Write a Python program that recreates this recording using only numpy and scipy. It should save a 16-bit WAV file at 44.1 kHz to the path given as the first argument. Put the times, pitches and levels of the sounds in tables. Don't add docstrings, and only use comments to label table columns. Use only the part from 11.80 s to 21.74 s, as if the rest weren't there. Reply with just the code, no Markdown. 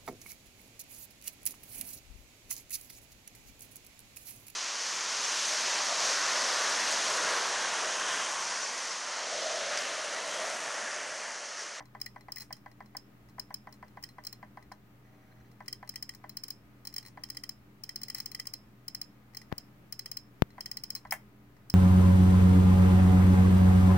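import sys
import numpy as np
from scipy import signal
from scipy.fft import rfft, irfft, next_fast_len
from scipy.io import wavfile
from scipy.ndimage import uniform_filter1d

SR = 44100
rng = np.random.default_rng(int(sys.argv[2]) if len(sys.argv) > 2 else 0)


def log_audio(samples):
    frames = np.atleast_2d(samples).T
    limited = np.clip(frames, -1, 1)
    pcm = np.round(limited * 32767).astype(np.int16)
    wavfile.write(sys.argv[1], SR, pcm)


def volts(x):
    e = np.asarray(x, float) / 20
    return 10 ** e


N = 438354


# [f/Hz, level/dB per Hz]
AIR_SPECTRUM = [(20, -27), (55, -11.5), (85, -12.5), (120, -7.5), (200, -8), (300, -12), (500, -19),
                (850, -21), (2000, -24.5), (3500, -33.5), (9500, -42), (13000, -36.5), (15900, -35),
                (16100, -73)]
# [t/s, level/dB]
AIR_LEVEL = [
    (0.0, -58),
    (9.36, -57),
    (9.94, -58),
]
# [f/Hz, correlation]
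AIR_LIKENESS = [(60, 0.77), (180, 0.91), (550, 0.48), (1650, -0.054), (4970, 0.00071), (15000, -0.12)]
# [f/Hz, left minus right level/dB]
ROOM_LEAN = [(60, -4), (240, 1.5), (950, 3), (3770, -0.5), (15000, 1.5)]
# [f/Hz, level/dB, wobble/dB]
HUM_LINES = [(58.4, -74.5, 4), (120.1, -62.5, 0.5), (206.8, -66.5, 2), (293.5, -70, 2.5), (396.3, -82, 5.5),
             (1246, -82, 2.5)]
ROOM_T60_S, ROOM_CUT_HZ = 0.2, 4500
THUD_ROOM_DB, SEEK_ROOM_DB = -18, -35

# [t/s, level/dB]
POPS = [
    (7.7255, -14),
    (8.6216, -1),
]
POP_SETTLES_S = (.008, .013)

# [t/s, level/dB]
DROP_HITS = [
    (9.323, -16.5),
    (9.337, -29.5),
    (9.349, -41.5),
    (9.358, -47),
]
# [f/Hz, level/dB per Hz]
DROP_CRACK = [(180, -55), (450, -34), (770, -5.5), (1410, -11), (1950, -6), (2820, -25), (3220, -22),
              (3510, -28), (5260, -20), (14400, -14), (15600, -13), (16800, -48)]
DROP_MODES = [(775, 3, 2, .1, 4.5, 26), (619, -12, -13, 0.086, 6.5, 90), (688, -17, -15, .1, 12, 90),
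              (960, -16, -18, .1, 12, 70), (1055, -1, -2, .1, 4.5, 36), (1400, -12, -14, .1, 3.5, 25),
              (1577, -13, -20, .15, 8, 80), (1730, -11, -8, 0.16, 6, 70), (2010, 8, 1, .1, 2.4, 24),
              (2165, 6, 8, 0.098, 3.2, 20), (2500, -12, -15, .1, 3.0, 30), (2730, -20, -18, .1, 8, 70),
              (3150, -15, -8, .2, 2.5, 36)]
# [f/Hz, level/dB per Hz]
DROP_SNAP = [(2500, -40), (5000, -12), (9000, -8), (12000, -2), (15500, 0), (16200, -12), (16900, -40)]
SNAP_DB, SNAP_T60_S = -14, .03

# [start t/s, end t/s, ticks per s]
HUNT_SPELL = (3.245, 3.66, 22.6)
HUNT_MODES = [(1930, 6, 7, 0.14, 2.5, 14), (1650, 3, 0, .1, 2.5, 16), (5900, -11, -7, 0, 2.5, 16),
              (6150, -13, -11, 0, 2.5, 16), (2250, 0, 0, .1, 2.4, 14), (4120, -18, -18, 0, 3.3, 60)]
# [f/Hz, level/dB]
HUNT_TONES = [(630, -72.5), (765, -73)]
HUNT_DB = -62

KNOCK_TIMES = [0.0056, 0.1502, .3619, .4848, 0.707, 0.8616, 1.0059, 1.1505, 1.583, 1.7066, 1.8722, 2.028,
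               2.1724, 2.384, 2.629, 2.7732, 2.9172, 3.806, 4.0288, 4.4416, 5.3746, 7.7177, 8.7817, 9.252]
DOCK_MODES = [(620.5, -13, -10.5, 0.2, 3.7, 95), (819, 5, 3, 0.081, 2.63, 27), (987, 7, 4.5, 0.11, 2.8, 24),
              (1551, -8.5, -13, 0.14, 1.7, 58), (1208, -16, -24, 0.041, 2.4, 41),
              (1386, -15, -13, 0.085, 1.7, 24), (1764, -12.5, -8, 0.16, 1.5, 47),
              (1845, -11, -9, .1, 2, 51), (1999, -2.5, -6, 0.093, 1.36, 34),
              (2133, -19, -14.5, 0.055, 0.68, 40), (3180, -32, -25.5, 0.25, 1.3, 60),
              (4700, -37.5, -13.5, 0, 0.85, 9.4)]
# [f/Hz, level/dB per Hz]
KNOCK_CRUNCH = [(450, -40), (650, -4), (1300, -2), (2050, -2), (2350, -30), (5000, -45)]
KNOCK_DB, BOUNCE_S, BOUNCE_DB = -38, .0165, -14
CRUNCH_DB, CRUNCH_T60_S = -15, .045

# [t/s, squeal level/dB, frame level/dB re squeal]
CLEAN_SEEKS = [(.2147, -24.5, -27), (.5206, -26.5, -41), (1.168, -27.5, -32), (1.7424, -26, -44),
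               (4.0927, -26, -38), (4.2258, -25, -28.5), (4.6367, -26, -32), (4.7047, -25.5, -32),
               (5.1633, -24.5, -23), (5.5013, -26, -27), (5.6925, -25, -27), (6.0367, -26.5, -39),
               (6.347, -23.5, -30), (6.4018, -25.5, -26), (6.4592, -24.5, -28.5), (6.6702, -24, -28),
               (7.0813, -25.5, -28), (7.5701, -26, -28), (7.7808, -26.5, -33), (8.1249, -24.5, -33),
               (8.3153, -25, -29), (8.9144, -24.5, -26), (9.0369, -24.5, -29), (9.1037, -23.5, -30),
               (9.3093, -24, -27), (9.8995, -24.5, -33)]
# [t/s, squeal level/dB, frame level/dB re squeal]
COVER_SEEKS = [(1.5961, -26.5, -35), (2.4684, -25.5, -28), (4.57, -25, -32), (5.0721, -26, -27),
               (6.159, -25, -28), (6.2335, -25.5, -31), (6.737, -24.5, -29), (7.1481, -25, -26.5),
               (7.215, -25, -31), (8.193, -24.5, -28), (8.3702, -25, -31), (8.9706, -25.5, -24.5),
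               (9.1514, -25, -26)]
# [t/s, squeal level/dB, frame level/dB re squeal]
RETURN_SEEKS = [(0.7269, -26.5, -23), (2.2377, -27, -19), (3.8813, -26, -18), (3.9276, -25, -21),
                (4.1583, -25.5, -17.5), (4.2926, -26.5, -15.5), (5.182, -25, -25.5), (5.4365, -26, -17.5),
                (5.57, -26, -16), (5.6368, -26.5, -18), (6.0922, -26, -18), (6.3, -25.5, -18),
                (6.548, -25.5, -16), (6.598, -24, -19), (8.2593, -27.5, -16.5), (8.807, -26.5, -30),
                (8.859, -26, -17.5)]
# [t/s, squeal level/dB, frame level/dB re squeal, cover level/dB re squeal]
SHORT_SEEKS = [(.2613, -31.5, -28, -23.5), (.56, -33, -22, -30), (.57, -37, -6, -25),
               (.5826, -32, -20, -25), (.5995, -39, -20, -28), (0.606, -33, -26, -24),
               (.6185, -38, -20, -26), (1.496, -60, -18, -16), (1.926, -43, -22, -23),
               (2.2268, -40, -24, -40), (2.4379, -44, -17, -29), (2.4495, -34.5, -25, -25),
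               (2.5277, -33, -19, -24), (4.349, -40.5, -26, -30), (4.4943, -33.5, -29, -26),
               (4.6827, -33.5, -27, -32), (5.052, -34.5, -25, -28), (5.1405, -33.5, -29, -28),
               (5.228, -48, -14, -18), (5.262, -42.5, -11, -17), (5.272, -45, -16, -22),
               (5.283, -47.5, -16, -24), (6.216, -34, -24, -31), (6.2835, -32.5, -20, -32),
               (6.383, -33, -23, -26), (6.5165, -32, -22, -28), (7.548, -38.5, -14, -23),
               (9.1606, -33, -24, -26)]
# [t/s, squeal level/dB, frame level/dB re squeal, cover level/dB re squeal]
TWITCHES = [(0.0556, -53, -10, -17), (.2013, -47, -12, -21), (.2645, -52, 11, -30), (7.536, -58, -4, -30),
            (6.352, -52, 2, -30), (.409, -50.5, -8, -18.5), (.767, -52, -12, -24), (.915, -55, -8, -19),
            (1.94, -54, -14, -26), (6.593, -45, -4, -30), (1.0595, -54, -10, -21), (1.487, -57, -6, -24),
            (2.0814, -56.5, -8, -18), (2.2894, -45.5, -12, -17), (2.826, -56.5, -2, -20),
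            (2.9202, -41, -17, -25), (3.715, -57, -8, -20), (3.86, -50, -10, -23),
            (4.0756, -45.5, -10, -21), (4.14, -48, -7, -22), (4.338, -48, -8, -22), (5.1267, -47, -13, -24),
            (5.2507, -45, -9, -17), (5.488, -44, -16, -31), (5.5484, -43, -15, -24),
            (6.6553, -40.5, -10, -38), (7.6166, -42.5, -9, -26), (8.7043, -56.5, -3.5, -15),
            (9.169, -45, -25, -17), (9.2708, -58, -10, -18), (9.7667, -62, -5, -28)]
# [squeal/dB, whistle/dB, cover/dB, platter/dB, all re the seek's level]
SEEK_COLOURS = [
    (0, -9.5, -36.5, -36.5),
    (0, -10, -30.5, -38),
    (-1, -15, -35.5, -29),
    (-1.5, -6, -0.5, -34.5),
    (-3.5, -18, 0, -31),
]
# [lead t/s, force/dB, then squeal, whistle, cover, platter, frame/dB re force]
STOP_TWITCH = (.002, -61, -6, -12, -22, -14, -3)
# [start t/s, end t/s, level/dB]
GRINDS = [
    (.61, 0.632, -51),
    (6.355, 6.392, -47),
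]

SQUEAL_MODES = [(5060, -14, -4, 0.33, 1.0, 57), (5187, 1.5, -24, 0.47, 2.0, 23),
                (5314, -30, -10, 0.39, 1.4, 68), (6060, -26, -17, 0.014, 1.5, 23),
                (6310, -19, -25, 0.071, 0.83, 19), (7500, -27, -18.5, 0.32, 0.83, 17)]
SMALL_PARTS = [(4480, -24, -18, 0.13, 1.8, 17), (5896, -10, -16, 0.24, 1.4, 20),
               (6670, -19, -19, .3, 1.3, 25), (7000, -19, -14, .4, 1.5, 25),
               (7215, -20, -11.5, 0.32, 1.5, 25), (7760, -18, -14, 0.34, 1.5, 22),
               (8300, -12, -23, .5, 1.5, 22), (9680, -17, -27, .2, 2.2, 23), (10930, -21, -28, .3, 2.3, 25),
               (11500, -23, -30, 0.33, 2.5, 23), (13030, -20, -28, .4, 2.5, 25),
               (14400, -17, -33, .4, 2.5, 15), (14900, -16, -30, .4, 2.5, 25),
               (16300, -13, -42, .1, 1.5, 7.6)]
TREBLE_MODES = [(8830, 6.5, -15, 0.57, 1.94, 9.2), (10470, -9, -13, 0.3, 3.0, 20),
                (12390, -12, -27, .2, 2.3, 21), (13500, -7, -34, .6, 2.5, 15)]
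WHISTLE_MODES = [(15590, 19.5, -2, 0, 4.5, 13), (15400, 3, -14, 0.08, 2.2, 14),
                 (15520, -12, -12, .1, 5.5, 45)]
COVER_MODES = [(4136, 11, 9.7, -0.18, 2.1, 72), (4100, -6, -6, -.2, 3.5, 60),
               (4300, -3, -3, -0.13, 1.9, 28)]
PLATTER_MODES = [(3167, -2, 11, 0.26, 4.4, 46), (3160, 6.1, -7, 0.088, 13.5, 76)]
FRAME_MODES = [(1987, 8, -0.5, 0.11, 2.8, 36), (1915, -1.5, 1, 0.15, 2.6, 50),
               (2390, -8.5, -6.5, 0.042, 1.0, 30), (2760, -11, -11, .1, 1.5, 22),
               (1250, -13, -15, .1, 2.5, 30)]
AFTER_RING_MODES = [(5215, -31, -29, 0.3, 16, 230), (5262, -36, -27, 0.05, 26, 220),
                    (5065, -42, -28, 0.35, 30, 220), (5155, -36, -31, .2, 24, 220),
                    (4980, -44, -38, .3, 18, 130), (5320, -42, -42, .2, 12, 120),
                    (7290, -51, -42, 0, 2.7, 180), (9080, -35, -50, 0, 9.4, 62),
                    (5890, -43, -42, 0, 9, 100), (6100, -47, -42, 0, 9.4, 90), (6270, -50, -41, 0, 9, 100),
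                    (4700, -47, -41, 0, 9, 100)]
THUMP_MODES = [(842, 2, -1, 0.086, 3.3, 36), (1080, 2, 0.5, .1, 3.5, 43), (1400, -5, -8, .1, 3.1, 20)]
# [f/Hz, level/dB per Hz]
RATTLE_SPECTRUM = [(900, -27.5), (1500, -17.5), (2500, -16), (3600, -26.5), (5500, -12.5), (7500, -18.5),
                   (11500, -30), (15700, -22.5), (16100, -40), (16900, -65)]
# [f/Hz, width/Hz, level/dB]
RATTLE_HUMPS = [(8880, 470, 7), (10430, 430, 8), (12360, 320, 9), (13400, 370, 2), (15600, 300, 1.5)]
# [f/Hz, left minus right level/dB]
RATTLE_LEAN = [(3000, 0.5), (7000, 0.5), (10000, 7.5)]
# [t/s, level/dB]
SHELF_ECHOES = [
    (.0195, -22),
    (.026, -20),
]
BRAKE_MS, BRAKE_T60_MS = 6.3, 3.0
TREBLE_DB = -7.5
RATTLE_DB, RATTLE_T60_S = -22.5, 0.023
RATTLE_TAIL_DB, RATTLE_TAIL_T60_S = -32, 0.15
WEAK_RATTLE_SHARE, WEAK_RING_LOSS, THUMP_FOLLOWS = 0.35, .3, 0.14
THUMP_DB = -58.5
DESK_ECHO_S, DESK_ECHO_DB = 0.013, -24


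def rms_one(x):
    return x / np.sqrt(np.mean(x ** 2) + 1e-20)


def at_hz(points, hz):
    point_hz, values = np.array(points)[:, :2].T
    return np.interp(np.log(hz), np.log(point_hz), values)


def humped(spectrum, humps):
    hz = np.geomspace(800, 17000, 600)
    lift = sum(db / (1 + (2 * (hz - at) / width) ** 2) for at, width, db in humps)
    return np.transpose([hz, at_hz(spectrum, hz) + lift])


def drift(rate):
    r = np.exp(-80 * np.pi * rate / SR)
    noise = rng.standard_normal(N // 40 + 2002)
    slow = signal.lfilter([1], [1, -2 * r, r * r], noise)[2000:]
    return np.interp(np.arange(N) / 40, np.arange(len(slow)), rms_one(slow))


def coloured(spectrum, likeness, patchy_db, lean=ROOM_LEAN):
    size = next_fast_len(N)
    hz = np.maximum(np.arange(size // 2 + 1) * SR / size, 1)
    mid, side = rfft(rng.standard_normal((2, size)))
    alike = np.clip(at_hz(likeness, hz), -1, 1)
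    gain = volts(at_hz(spectrum, hz) + at_hz(lean, hz) * np.array([[.5], [-.5]]))
    pair = gain * (np.sqrt(1 + alike) * mid + np.sqrt(1 - alike) * side * [[1], [-1]])
    return rms_one(irfft(pair, size)[:, :N] * volts(patchy_db * drift(2.3)))


def strike(times, levels_db, modes, spread_db, braked=False):
    hz, left_db, right_db, lag, rise, t60 = np.transpose(modes)[:, :, None]
    ms = np.arange(0, 14 if braked else min(200, 1.2 * t60.max()), 1000 / SR)
    swell = np.sin(np.pi / 2 * np.clip(ms / np.abs(rise), 0, 1)) ** 2
    shape = swell * volts(-60 * ms / t60)
    if braked:
        shape = shape * volts(-60 / BRAKE_T60_MS * np.clip(ms - BRAKE_MS, 0, None))
    turns = hz * ms / 1000
    left = volts(left_db) * np.sin(2 * np.pi * turns)
    right = volts(right_db) * np.sin(2 * np.pi * (turns - lag))
    pair = np.array([left, right]) * shape
    chance_db = spread_db * rng.standard_normal((len(times), len(modes)))
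    strengths = volts(np.asarray(levels_db)[:, None] + chance_db)
    out = np.zeros((2, N + len(ms)))
    for s, strength in zip(times, strengths):
        at = round(s * SR)
        out[:, at:at + len(ms)] += strength @ pair
    return out[:, :N]


def dying(times, levels_db, t60):
    clicks = np.zeros(N)
    clicks[np.round(np.asarray(times) * SR).astype(int)] = volts(levels_db)
    r = volts(-60 / (t60 * SR))
    return uniform_filter1d(signal.lfilter([1], [1, -r], clicks + 1e-18), size=45, origin=22)


def fan_air():
    s, level_db = np.transpose(AIR_LEVEL)
    level = volts(np.interp(np.arange(N) / SR, s, level_db) - 3.0)
    return level * coloured(AIR_SPECTRUM, AIR_LIKENESS, patchy_db=.5)


def hum():
    t = np.arange(N) / SR
    lines = 0
    for hz, db, wobble_db in HUM_LINES:
        level = np.sqrt(2) * volts(db + wobble_db * drift(7.1))
        lines = lines + level * np.sin(2 * np.pi * hz * t + 0.61 * drift(2.7))
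    return lines


def room(x):
    t = np.arange(SR // 2) / SR
    echo = rng.standard_normal((2, len(t))) * volts(-60 * t / ROOM_T60_S) * (t > .004)
    dull = np.exp(-2 * np.pi * ROOM_CUT_HZ / SR)
    echo = signal.lfilter([1], [1, -dull], echo)
    return signal.fftconvolve(x, echo / np.sqrt(np.sum(echo ** 2) / 2), axes=1)[:, :N]


def pops():
    step = np.arange(SR // 20) == 0
    drain = np.exp(-2 * np.pi * 70.0 / SR)
    first = signal.lfilter([0.39, 0.064, 0.19, 0.26, 0.11], [1, -drain], step)
    w, r = 2 * np.pi * 94.0 / SR, np.exp(-np.pi * 115.0 / SR)
    fade = np.cos(np.pi / 2 * np.interp(np.arange(len(step)) / SR, POP_SETTLES_S, [0, 1])) ** 2
    swing = signal.lfilter([1, -2, 1], [1, -2 * r * np.cos(w), r * r], first) * fade
    out = np.zeros((2, N))
    for s, level_db in POPS:
        out[0, round(s * SR):][:len(swing)] += volts(level_db) * swing
    return out


def dropped_object():
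    s, level_db = np.transpose(DROP_HITS) - [[.0012], [0]]
    burst = dying(s, level_db - 12.5, 0.038) + dying(s, level_db - 29.5, 0.13)
    crack = burst * coloured(DROP_CRACK, [(500, 1.0), (16000, .1)], 0)
    first = dying(s[:1], level_db[:1] + SNAP_DB, SNAP_T60_S)
    snap = first * coloured(DROP_SNAP, [(5000, .3)], 0)
    return snap + crack + strike(s, level_db - 8, DROP_MODES, .6)


def hunting():
    start, end, per_s = HUNT_SPELL
    t = np.arange(N) / SR
    fade = np.clip(np.minimum(t - start, end - t) / .03, 0, 1)
    tone = sum(volts(db) * np.sin(2 * np.pi * hz * t) for hz, db in HUNT_TONES) * fade
    ticks = np.arange(start, end, 1 / per_s)
    late = rng.random((len(ticks), 7)) ** 1.5 * .04
    touches = (ticks[:, None] + late).ravel()
    return strike(touches, HUNT_DB - 120 * late.ravel(), HUNT_MODES, 3.5) + tone


def knocks():
    s = np.array(KNOCK_TIMES) - .0008
    level_db = np.full(len(s), KNOCK_DB)
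    chirp = [(5000, 0, 0, 0, 2.5, 14), (5960, 4, 5, 0, 2.2, 15), (8950, 1, -9, 0, 2.5, 9)]
    lift = strike(s + .019, level_db - 28, chirp, 3.5)
    crunch = dying(s, level_db + CRUNCH_DB, CRUNCH_T60_S) * coloured(KNOCK_CRUNCH, [(1000, .7)], 0)
    bounce = strike(s + BOUNCE_S, level_db + BOUNCE_DB, DOCK_MODES, 2.3)
    return strike(s, level_db, DOCK_MODES, 0.8) + bounce + lift + crunch


def grinding():
    rows = []
    for start, end, level_db in GRINDS:
        even = np.arange(start, end, .006)
        times = even + rng.uniform(0, .004, 20)[:len(even)]
        rows += [(s, level_db, 0, -12, -14, -30, -12) for s in times]
    return rows


def seek_rows():
    kinds = CLEAN_SEEKS, COVER_SEEKS, RETURN_SEEKS, SHORT_SEEKS, TWITCHES
    rows = []
    for table, (squeal, whistle, cover, platter) in zip(kinds, SEEK_COLOURS):
        for s, db, frame, *own_cover in table:
            rows.append((s, db, squeal, whistle, cover + sum(own_cover), platter, frame))
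    stops = [(s - STOP_TWITCH[0], *STOP_TWITCH[1:]) for s in KNOCK_TIMES]
    return rows + stops + grinding()


def shelf_echo(x):
    late = [volts(db) * np.pad(side, (round(s * SR), 0))[:N] for side, (s, db) in zip(x, SHELF_ECHOES)]
    return np.array(late)


def seeks():
    s, level_db, squeal_db, whistle_db, cover_db, platter_db, frame_db = np.transpose(seek_rows())
    early, loss_db = s - .0011, level_db.max() - level_db

    bright = strike(early, level_db + TREBLE_DB, TREBLE_MODES, 1.2)
    bright += strike(early - .0007, level_db + whistle_db, WHISTLE_MODES, 1.3)
    lag = round(DESK_ECHO_S * SR)
    bright = bright + volts(DESK_ECHO_DB) * np.pad(bright, ((0, 0), (lag, 0)))[:, :N]

    arm = strike(s + .0003, level_db + squeal_db, SQUEAL_MODES, 1.5, braked=True)
    arm += strike(early - .0005, level_db + frame_db, FRAME_MODES, 2.2)
    arm = arm + shelf_echo(arm) + bright
    arm += strike(early, level_db + TREBLE_DB, SMALL_PARTS, 1.7, braked=True)

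    body = strike(s, level_db + cover_db, COVER_MODES, 0.89)
    body += strike(s, level_db + platter_db, PLATTER_MODES, 0)
    body += strike(s, level_db + 2 * squeal_db - WEAK_RING_LOSS * loss_db, AFTER_RING_MODES, 2.5)
    body += strike(early, THUMP_DB - THUMP_FOLLOWS * loss_db, THUMP_MODES, 2.1)

    rattle_db = level_db + WEAK_RATTLE_SHARE * loss_db
    burst = dying(early, rattle_db + RATTLE_DB, RATTLE_T60_S)
    burst += dying(early, rattle_db + RATTLE_TAIL_DB, RATTLE_TAIL_T60_S)
    spectrum = humped(RATTLE_SPECTRUM, RATTLE_HUMPS)
    return arm + body + burst * coloured(spectrum, [(1000, 0.52), (16000, 0.1)], 0, RATTLE_LEAN)


def scene():
    arm, thuds = seeks(), knocks() + dropped_object()
    walls = room(volts(SEEK_ROOM_DB) * arm + volts(THUD_ROOM_DB) * thuds)
    return arm + thuds + walls + hunting() + fan_air() + hum() + pops()


def low_pass(x):
    return signal.sosfilt(signal.butter(12, 17140, fs=SR, output="sos"), x)


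def record(dry):
    cut = signal.sosfilt(signal.butter(8, 16700, fs=SR, output="sos"), dry)
    return low_pass(cut - .0005)


dry = scene()
out = record(dry)
log_audio(out)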